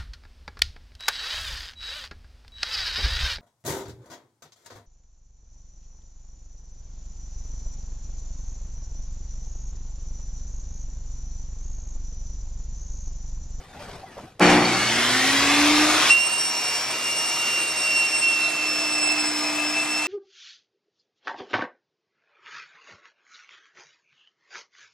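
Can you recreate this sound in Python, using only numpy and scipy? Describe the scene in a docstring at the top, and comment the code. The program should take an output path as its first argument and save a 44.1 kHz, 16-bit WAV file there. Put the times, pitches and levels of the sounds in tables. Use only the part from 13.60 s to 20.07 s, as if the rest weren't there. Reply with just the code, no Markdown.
"""Cutting cardboard on a table saw

Outdoors, a cardboard box slides over a ribbed saw table. The switch snaps and the geared motor
starts with a hum and a roar. At full speed the roar falls back and the forty teeth of the blade
whine as they chop the air. The box is fed in, the teeth shred it, and the cut drags the speed down.
A hand-held pair of closely spaced microphones listens from about a metre away."""
import sys
import numpy as np
from scipy import signal
from scipy.fft import irfft
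from scipy.io import wavfile
from scipy.ndimage import uniform_filter1d, map_coordinates

SR = 44100
rng = np.random.default_rng(int(sys.argv[2]) if len(sys.argv) > 2 else 0)


def to_wav(s):
    """Save 16-bit WAV."""
    ch = np.atleast_2d(s).T  # columns
    pcm = np.round(np.clip(ch, -1, 1) * 32767)  # PCM
    wavfile.write(sys.argv[1], SR, pcm.astype(np.int16))


N = 285327
TIME = np.arange(N) / SR
FREQS = np.maximum(np.arange(N // 2 + 1) * SR / N, 1)
SIDES = np.array([[1], [-1]])   # left, right

TEETH, GEAR_RATIO = 40, 41 / 9   # the motor shaft turns GEAR_RATIO times per blade turn
MAINS_HZ, SWITCH_ON_S, UP_TO_SPEED_S = 60, 0.8, 2.5
MAINS_ANGLE = 2 * np.pi * MAINS_HZ * TIME

# stereo width of the yard, the sliding box and the start: f/Hz, side compared with middle/dB
START_WIDTH = [(60, -42), (200, -79), (360, -12.5), (640, -9.5), (2100, -10.5), (3800, -4), (6900, 0),
               (12500, 6)]
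# stereo width of the rushing air and the cut: f/Hz, side compared with middle/dB
RUNNING_WIDTH = [(60, -49), (360, -27.5), (2200, -100), (2800, 1.5), (4200, -9), (6900, 2), (9000, 4),
                 (12500, 47)]


def from_db(db):
    """Turn decibels into a gain."""
    return 10 ** (np.asarray(db) / 20)


def rms_one(x):
    """Scale a signal so that its average strength (rms) is 1."""
    return x / np.sqrt(np.mean(np.abs(x) ** 2) + 1e-20)


def in_time(rows):
    """Join (time, values...) points with straight lines, one curve per value."""
    times, *columns = np.transpose(rows)
    return [np.interp(TIME, times, column) for column in columns]


def colour(points):
    """Gain at every frequency, from points of f/Hz, level/dB."""
    hz, db = np.transpose(points)
    return from_db(np.interp(np.log(FREQS), np.log(hz), db))


def peak(x, centre, width):
    """A hump that is 1 at its centre and half as high half a width away."""
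    return 1 / (1 + (2 * (x - centre) / width) ** 2)


def swell(start, length):
    """A smooth rise and fall: half a sine wave."""
    return np.sin(np.pi * np.clip((TIME - start) / length, 0, 1))


def envelope(start, attack_s, hold_s, fall_db_per_s):
    """Rise, hold until hold_s after the start, then die away."""
    age = TIME - start
    return np.clip(age / attack_s, 0, 1) * from_db(-fall_db_per_s * np.maximum(age - hold_s, 0))


def white():
    """The spectrum of white noise."""
    return rng.standard_normal(len(FREQS)) + 1j * rng.standard_normal(len(FREQS))


def drift(rate_hz, step=32):
    """A random wander of strength 1, mostly slower than rate_hz."""
    hz = np.arange(N // step) * SR / N
    coarse = irfft(rng.standard_normal((len(hz), 2)) @ [1, 1j] / (1 + (hz / rate_hz) ** 2))
    return rms_one(np.interp(np.arange(N) * len(coarse) / N, np.arange(len(coarse)), coarse))


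def unsteady():
    """A restless gain that roughens a tone."""
    return rms_one(1 + .33 * drift(25))


def flutter(rate_hz):
    """A random gain and phase that smear a tone into a narrow band of noise."""
    return rms_one(drift(rate_hz) + 1j * drift(rate_hz))


def partials(angle, tones):
    """Tones at whole multiples of a rotation, each wavering in level on its own."""
    return sum(np.sqrt(2) * from_db(db + 2.5 * drift(7)) * np.cos(k * angle + rng.uniform(0, 2 * np.pi))
               for k, db in tones)


def resonant_noise(hz, width_hz):
    """Noise of strength 1, gathered around one pitch."""
    off_pitch = (FREQS ** 2 - hz ** 2) / (FREQS * width_hz)
    return rms_one(irfft(white() / (1 + off_pitch ** 2), N))


def saw_noise(spectrum, width, direct=0.98, lean=0.85):
    """Stereo noise coloured by the cabinet; the lows lean left and the treble arrives there first."""
    # resonances of cabinet and table: f/Hz, width/Hz, boost/dB
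    cabinet = [(296, 87, -2), (745, 82, 6), (832, 39, -2.5), (1250, 35, -0.5)]
    shape = colour(spectrum) * from_db(sum(db * peak(FREQS, hz, wide) for hz, wide, db in cabinet))
    shared = lean / (1 + (FREQS / 1200) ** 4) + 1j * np.sqrt(direct) * np.minimum(FREQS / 8000, 1)
    diffuse = np.sqrt(np.clip(1 - np.abs(shared) ** 2, 0, 1))
    source = white()
    mid = irfft(shape * source, N)
    side = irfft(shape * colour(width) * (shared * source + diffuse * white()), N)
    return (mid + side * SIDES) / np.std(mid)


def shifting(x, depth_db, count=25, size=512):
    """Patches of the spectrum, some 150 Hz wide and `count` frames of 6 ms long, swell and fade."""
    frames = signal.stft(x, nperseg=size)[2]
    patches = rng.standard_normal(frames.shape[-2:])
    for _ in range(2):
        patches = uniform_filter1d(uniform_filter1d(patches, size=2, axis=0), size=count, axis=1)
    gain = rms_one(from_db(depth_db * np.tanh(rms_one(patches))))
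    return signal.istft(frames * gain, nperseg=size)[1][..., :N]


def yard(level_db=-59):
    """A faint, low outdoor background."""
    # its spectrum: f/Hz, relative level/dB
    spectrum = [(30, -26), (110, 11.5), (400, -6), (3000, -30), (12000, -40)]
    return from_db(level_db) * saw_noise(spectrum, START_WIDTH)


def sliding_box(level_db=-47, stop_s=0.66, fall_db_per_s=103):
    """Cardboard scrapes along until it comes to rest, and the table's ribs sing under it."""
    # harder pushes on the box: start/s, length/s, level/dB
    pushes = [(0.127, 0.32, -47.5), (0.567, 0.065, -57)]
    # spectrum of the scrape: f/Hz, relative level/dB
    spectrum = [(100, 4), (400, 1), (850, -2), (1300, -5), (5000, -15), (12000, -29.5)]
    # gliding notes of the ribs: start/s, length/s, first f/Hz, last f/Hz, level/dB
    zips = [(0.152, 0.065, 750, 936, -45), (0.193, 0.037, 557, 620, -44), (0.247, 0.139, 442, 370, -46.5),
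            (0.45, 0.12, 2100, 1650, -50)]
    level = from_db(level_db - fall_db_per_s * np.maximum(TIME - stop_s, 0))
    level = level + sum(from_db(db) * swell(start, length) for start, length, db in pushes)
    level = level * from_db(1.3 * drift(60))
    out = level * shifting(saw_noise(spectrum, START_WIDTH), depth_db=5, count=5)
    for start, length, from_hz, to_hz, db in zips:
        pitch = np.interp(TIME, [start, start + length], [from_hz, to_hz]) * (1 + 0.015 * drift(154))
        tone = np.sqrt(2) * np.sin(2 * np.pi * np.cumsum(pitch) / SR)
        out = out + from_db(db) * swell(start, length) * unsteady() * tone
    return out


def blade_rings(width_hz=60, rasp=0.14):
    """The blade's plate rings when jolted or pinched, rasping as it chatters."""
    # each ring: start/s, length/s, f/Hz, level/dB
    rings = [(0.0, 0.25, 3620, -64), (0.804, 0.055, 2350, -28), (0.807, 0.1, 4450, -29.5),
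             (1.024, 0.072, 4450, -28.5), (0.848, 0.57, 4400, -33.5), (4.792, 0.13, 3710, -41),
             (4.793, 0.12, 4070, -36)]
    ringing = sum(from_db(db) * swell(start, length) * resonant_noise(hz, width_hz)
                  for start, length, hz, db in rings)
    return ringing * rms_one(1 + rasp * drift(90))


def knocks():
    """The box knocks on the table, the switch snaps and thuds, and the motor's brushes spit."""
    # short bursts of noise: t/s, f/Hz, width/Hz, decay/s, level/dB
    bursts = [(0.43, 745, 120, 0.012, -35.5), (0.564, 580, 300, 0.03, -41), (0.581, 800, 456, 0.018, -39),
              (0.631, 195, 260, 0.018, -38), (0.796, 4360, 7000, 0.0017, -27.5),
              (0.793, 600, 900, 0.0078, -32), (0.802, 710, 696, 0.015, -19),
              (0.808, 5470, 4000, 0.014, -43), (0.894, 5730, 3000, 0.021, -29)]
    out = 0
    for start, hz, width_hz, decay, db in bursts:
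        age = np.maximum(TIME - start, 0) / decay
        out = out + from_db(db) * 2 * (np.exp(-age) - np.exp(-5 * age)) * resonant_noise(hz, width_hz)
    return out


def start_up(level_db=-14.5, hold_s=0.18, sag_db_per_s=28.5):
    """The starting current hums in the windings and shakes the cabinet twice per mains cycle."""
    # spectrum of the shaking cabinet: f/Hz, relative level/dB
    spectrum = [(30, -20), (170, -6.5), (320, 2.5), (430, -9.5), (830, -2), (1050, -6.5), (1600, -7),
                (2300, -5.5), (3100, -17.5), (6000, -55)]
    # hum of the windings: multiple of the mains frequency, relative level/dB
    hum_tones = [(2, -21), (3, -7), (4, -13.5), (5, -5), (6, -12), (8, -16.5), (9, -16), (12, -17.5),
                 (13, -14), (14, -14)]
    rattle = saw_noise(spectrum, START_WIDTH) * (1 + .25 * np.cos(2 * MAINS_ANGLE))
    hum = partials(MAINS_ANGLE + .02 * drift(15), hum_tones)
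    level = from_db(level_db - sag_db_per_s * np.clip(TIME - SWITCH_ON_S, 0, hold_s))
    return level * envelope(SWITCH_ON_S, 0.028, hold_s, fall_db_per_s=65) * (rattle + hum)


def blade_speed(aim_turns_per_s=82.8, half_way_s=0.352):
    """Blade turns per second: the climb flattens out until it meets the working speed."""
    # teeth passing at working speed, dragged down by the cut: t/s, f/Hz
    tooth_rate = [(2.52, 2756), (2.65, 2777), (2.8, 2782), (3.2, 2783), (3.6, 2791), (3.9, 2778),
                  (4.55, 2736), (5.0, 2688), (5.6, 2648), (6.05, 2640), (6.25, 2661), (6.44, 2669)]
    age = np.maximum(TIME - SWITCH_ON_S, 0)
    return np.minimum(aim_turns_per_s * age / (age + half_way_s), in_time(tooth_rate)[0] / TEETH)


def gear_howl(width_hz=80):
    """The gearbox howls: a narrow band of noise whose pitch sags and climbs again."""
    # path of the howl: t/s, f/Hz, relative level/dB
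    path = [(0.9, 2340, 3), (1.15, 2150, 12), (1.65, 1984, 0), (2.05, 2430, -6)]
    hz, db = in_time(path)
    angle = 2 * np.pi * np.cumsum(hz * (1 + .03 * drift(8))) / SR
    return from_db(db) * np.sqrt(2) * np.real(flutter(width_hz) * np.exp(1j * angle))


def gear_grinding(shaft, repeat=0.6, track_turns_per_s=200):
    """Gear noise glides up with the shaft's speed; part of it comes back every blade turn."""
    # noise bands: centre/multiples of shaft speed, width/multiples, relative level/dB
    bands = [(4.1, 0.6, -3), (5.9, 0.8, -4), (7.4, 0.7, -1), (8.55, 0.6, -1.5), (13.4, 1.6, -7),
             (20.5, 2, -12)]
    multiples = FREQS / track_turns_per_s
    shape = sum(from_db(db) * peak(multiples, k, wide) for k, wide, db in bands)
    recurring = 1 / (1 - repeat * np.exp(-2j * np.pi * multiples * GEAR_RATIO))
    track = irfft(white() * shape * recurring, N)
    position = shaft / (2 * np.pi) * SR / track_turns_per_s   # a faster shaft reads the noise faster
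    return rms_one(map_coordinates(track, [position], order=1, mode="wrap"))


def motor_roar(shaft, pace, strain, torque, inrush_db=-24, roar_db=-22):
    """The brushes spark in the first rush of current; then the straining motor roars up with speed."""
    # spectrum of the brush noise: f/Hz, relative level/dB
    spectrum = [(150, -15), (400, -11), (760, -1), (1500, 0), (2100, -2), (2900, -0.5), (4000, -3),
                (5400, -6), (8000, -14), (11000, -21), (13000, -40)]
    inrush = from_db(inrush_db) * envelope(SWITCH_ON_S, 0.025, hold_s=0.15, fall_db_per_s=168)
    level = np.hypot(inrush, from_db(roar_db) * strain * pace ** 0.96)
    # stand, table and hollow cabinet each boom at their own pitch
    rumble = (from_db(-28) * resonant_noise(66, 22) + from_db(-29.5) * resonant_noise(140, 43)
              + from_db(-13.5) * resonant_noise(313, 225))
    gearbox = from_db(-14) * gear_howl() + from_db(-6) * gear_grinding(shaft)
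    brushes = shifting(saw_noise(spectrum, START_WIDTH), depth_db=5, count=14)
    sparking = 1 + .1 * np.cos(2 * MAINS_ANGLE)
    return level * (brushes + torque * (rumble + gearbox)) * sparking


def air_rush(pace, strain, bite, level_db=-30.5, strain_db=6.5, covered_db=-2.5):
    """Air from fan and blade grows with speed: louder under strain, softer as the box covers it."""
    # spectrum of the air: f/Hz, relative level/dB
    spectrum = [(30, -44), (62, -8.5), (95, -54), (135, -6), (190, -14.5), (330, 0), (470, -4.5),
                (760, -4.5), (1250, 1), (1600, -2.5), (2500, 0.5), (3050, -5), (5000, -2.5), (7800, -10),
                (9200, -17.5), (11000, -31), (13000, -72)]
    air = shifting(saw_noise(spectrum, RUNNING_WIDTH), depth_db=2.4) * from_db(.5 * drift(7.3))
    return from_db(level_db + strain_db * strain + covered_db * bite) * pace ** 2.3 * air


def strain_whines(shaft, shaft_hz, torque, gain_db=-2):
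    """The straining shaft turns unevenly; its tones swell as they climb through housing resonances."""
    # each tone: multiple of shaft speed, relative level/dB, resonance f/Hz, width/Hz
    tones = [(2, -39, 595, 50), (4, -30, 1215, 90), (7, -29, 1920, 240), (8, -33.5, 2080, 300),
             (9, -33, 2560, 260), (12, -30.5, 3380, 300), (14, -33, 3200, 300)]
    out = 0
    for k, db, hz, wide in tones:
        rasp = rms_one((1 + flutter(45)) * from_db(1.5 * drift(10)))
        tone = np.sqrt(2) * np.real(rasp * np.exp(1j * k * shaft))
        out = out + from_db(db) * tone / np.hypot(1, 2 * (k * shaft_hz - hz) / wide)
    return from_db(gain_db) * torque * out


def motor_tones(shaft, pace, strain, bite):
    """The windings hum, while the fan and the commutator (the motor's turning contacts) sing."""
    # hum while speeding up: multiple of the mains frequency, relative level/dB
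    strain_hum = [(2, -37), (6, -37)]
    # hum at top speed: multiple of the mains frequency, level/dB
    running_hum = [(4, -55)]
    # fan and commutator: multiple of shaft speed, level running free/dB, level at full bite/dB
    tones = [(2, -50, -51), (3, -46.5, -48), (4, -56, -42.5), (7, -58, -42), (12, -51.5, -60),
             (14, -48, -50)]
    hum = strain * np.sqrt(1 - pace) * partials(MAINS_ANGLE, strain_hum)   # current falls with speed
    loaded = [(k, free_db + bite * (bite_db - free_db)) for k, free_db, bite_db in tones]
    return hum + pace ** 2 * (unsteady() * partials(shaft, loaded) + partials(MAINS_ANGLE, running_hum))


def unbalanced_shaft(shaft, shaft_hz, pace, torque, bite, level_db=-54.5, boom_hz=296):
    """The lopsided shaft's tone grows with speed and load, and swells where the cabinet booms."""
    load_db = 27.5 * torque + 16 * bite
    boom_db = 8 * peak(shaft_hz, boom_hz, width=19.4)
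    level = from_db(level_db + load_db + boom_db + 0.25 * drift(11)) * pace ** 3.3
    return level * np.sqrt(2) * np.sin(shaft)


def motor(blade, speed, bite, easing_share=0.045):
    """The motor strains until it is up to speed; its torque (twisting force) eases near the top."""
    shaft, shaft_hz = blade * GEAR_RATIO, speed * GEAR_RATIO
    pace = speed / speed.max()
    strain = envelope(SWITCH_ON_S, 0.025, hold_s=UP_TO_SPEED_S - SWITCH_ON_S, fall_db_per_s=379)
    torque = strain * np.minimum((1 - pace) / easing_share, 1)
    return (motor_roar(shaft, pace, strain, torque) + air_rush(pace, strain, bite)
            + strain_whines(shaft, shaft_hz, torque) + motor_tones(shaft, pace, strain, bite)
            + unbalanced_shaft(shaft, shaft_hz, pace, torque, bite))


def free_running(blade, bite):
    """Tones of gear and blade fade in near full speed and give way as the teeth bite."""
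    # each tone: multiple of blade speed, level/dB
    tones = [(18, -52), (33, -45), (41, -48), (60, -53), (79, -45.5)]
    return (1 - bite) * np.interp(TIME, [1.5, UP_TO_SPEED_S], [0, 1]) * partials(blade, tones)


def tooth_whine(blade, start_s=2.494, attack_s=0.013, fade_hz=22):
    """Teeth chop the air: a shriek, then a whine that wavers with echoes off moving surfaces."""
    # three tones, lowest first: steady level/dB, shriek level/dB, left lead/rad, fading depth/0-1
    tones = [(-29.5, -12.5, 0.36, 0.14), (-30.5, -31, 0.85, 0.29), (-33, -26.5, 2.17, 0.7)]
    # the lowest tone surges as the box passes over the blade: start/s, length/s, level/dB
    surges = [(3.783, 0.31, -30.5), (4.204, 0.34, -26), (4.517, 0.073, -30), (4.592, 0.17, -21),
              (4.738, 0.17, -24.5), (5.946, 0.095, -36), (6.133, 0.11, -29)]
    # dips (swells if negative): t/s, half length/s, loss of tone 1/dB, of tone 2/dB, of tone 3/dB
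    dips = [(2.563, 0.025, -1, 13, 6), (2.68, 0.035, 5, 1, -6.5), (2.75, 0.051, -2, 9, -7),
            (2.81, 0.019, 8, -6, 0), (2.885, 0.033, 10, -2, -1), (3.03, 0.086, 5.5, -1, 1.5),
            (3.253, 0.065, 28, 2.5, 8), (3.4, 0.047, 6, 15, 5), (3.85, 0.14, 0.5, 5, 4.5),
            (4.05, 0.031, 0.5, 28, -4), (4.145, 0.016, -0.5, 18, 3), (4.45, 0.011, -1, 13, -9),
            (4.505, 0.018, 7, -4, 5), (4.603, 0.017, 10, 8, -5), (4.795, 0.027, 3.5, 9, 6),
            (4.912, 0.036, 2.5, 18, 2), (5.0, 0.085, -2.5, 7, 9), (5.48, 0.19, -1.5, -1, -4),
            (5.8, 0.14, 23, -1, 3), (5.99, 0.04, 0, 12, -2), (6.107, 0.033, 12, 1, 5),
            (6.26, 0.028, 8, 24, 1), (6.45, 0.042, -1.5, 26, 5)]
    # the lowest tone shifts sideways as the microphones move: t/s, left minus right/dB
    sway = [(2.5, -1), (2.64, -9), (3.13, -2), (3.42, -1.5), (5.38, -4.5), (5.51, -15), (5.92, 10.5),
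            (6.3, -1.5)]
    onset = np.clip((TIME - start_s) / attack_s, 0, 1)
    shriek = envelope(start_s, attack_s, hold_s=attack_s, fall_db_per_s=143)
    surge = sum(from_db(db) * swell(start, length) for start, length, db in surges)
    loss_db = sum(np.outer(losses, np.exp(-((TIME - t) / half) ** 2)) for t, half, *losses in dips)
    balance = rms_one(from_db(SIDES * in_time(sway)[0] / 2))
    tooth_angle = TEETH * blade + .05 * drift(60)
    out = 0
    for k, (steady_db, shriek_db, lead, depth) in enumerate(tones, 1):
        level = from_db(steady_db) * onset + from_db(shriek_db) * shriek
        if k == 1:
            level = (level + surge) * balance
        fading = rms_one(1 + depth * (drift(fade_hz) + 1j * drift(fade_hz)))
        wobble = 1 + .035 * k * np.cos(blade)   # the blade wobbles slightly on every turn
        tone = np.sqrt(2) * np.real(fading * np.exp(1j * (k * tooth_angle + SIDES * lead / 2)))
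        out = out + level * from_db(-loss_db[k - 1]) * wobble * tone
    return out


def bite_depth(speed, power=1.34):
    """How hard the teeth bite, from 0 to 1: it goes with the speed that the blade has lost."""
    lost = np.maximum.accumulate(speed) - speed
    return (lost / lost.max()) ** power


def cut(blade, bite, shred_db=-34.5):
    """The deeper the bite, the more the teeth shred the cardboard and their unevenness buzzes."""
    # spectrum of the shredding: f/Hz, relative level/dB
    spectrum = [(50, -34), (130, -5), (400, 1.5), (700, 2), (1250, 5.5), (1700, 5), (2450, 3.5),
                (3200, 2.5), (4800, -13), (6600, -6.5), (8200, 0), (12000, -49)]
    # the buzz at full bite: multiple of blade speed, level/dB
    buzz = [(10, -43), (12, -50), (15, -47), (25, -47), (31, -49.5), (32, -55), (36, -46), (39, -40),
            (78, -44), (79, -41.5), (100, -49)]
    chop = 1 + .15 * np.cos(blade)
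    shred = from_db(shred_db) * saw_noise(spectrum, RUNNING_WIDTH) * chop * from_db(drift(30))
    return bite * (shred + unsteady() * partials(blade, buzz))


def scene():
    """Add up all the sounds; one blade speed drives everything that turns."""
    speed = blade_speed()
    blade = 2 * np.pi * np.cumsum(speed) / SR   # angle turned, in radians
    bite = bite_depth(speed)
    return (yard() + sliding_box() + knocks() + start_up() + blade_rings() + motor(blade, speed, bite)
            + tooth_whine(blade) + cut(blade, bite) + free_running(blade, bite))


def record(dry, ceiling=0.96, cutoff_hz=13100):
    """Round off the tallest peaks and cut away the highest treble."""
    rounded = dry / (1 + (dry / ceiling) ** 6) ** (1 / 6)
    return signal.sosfilt(signal.cheby2(18, 50, cutoff_hz, fs=SR, output="sos"), rounded)


dry = scene()
out = record(dry)
to_wav(out)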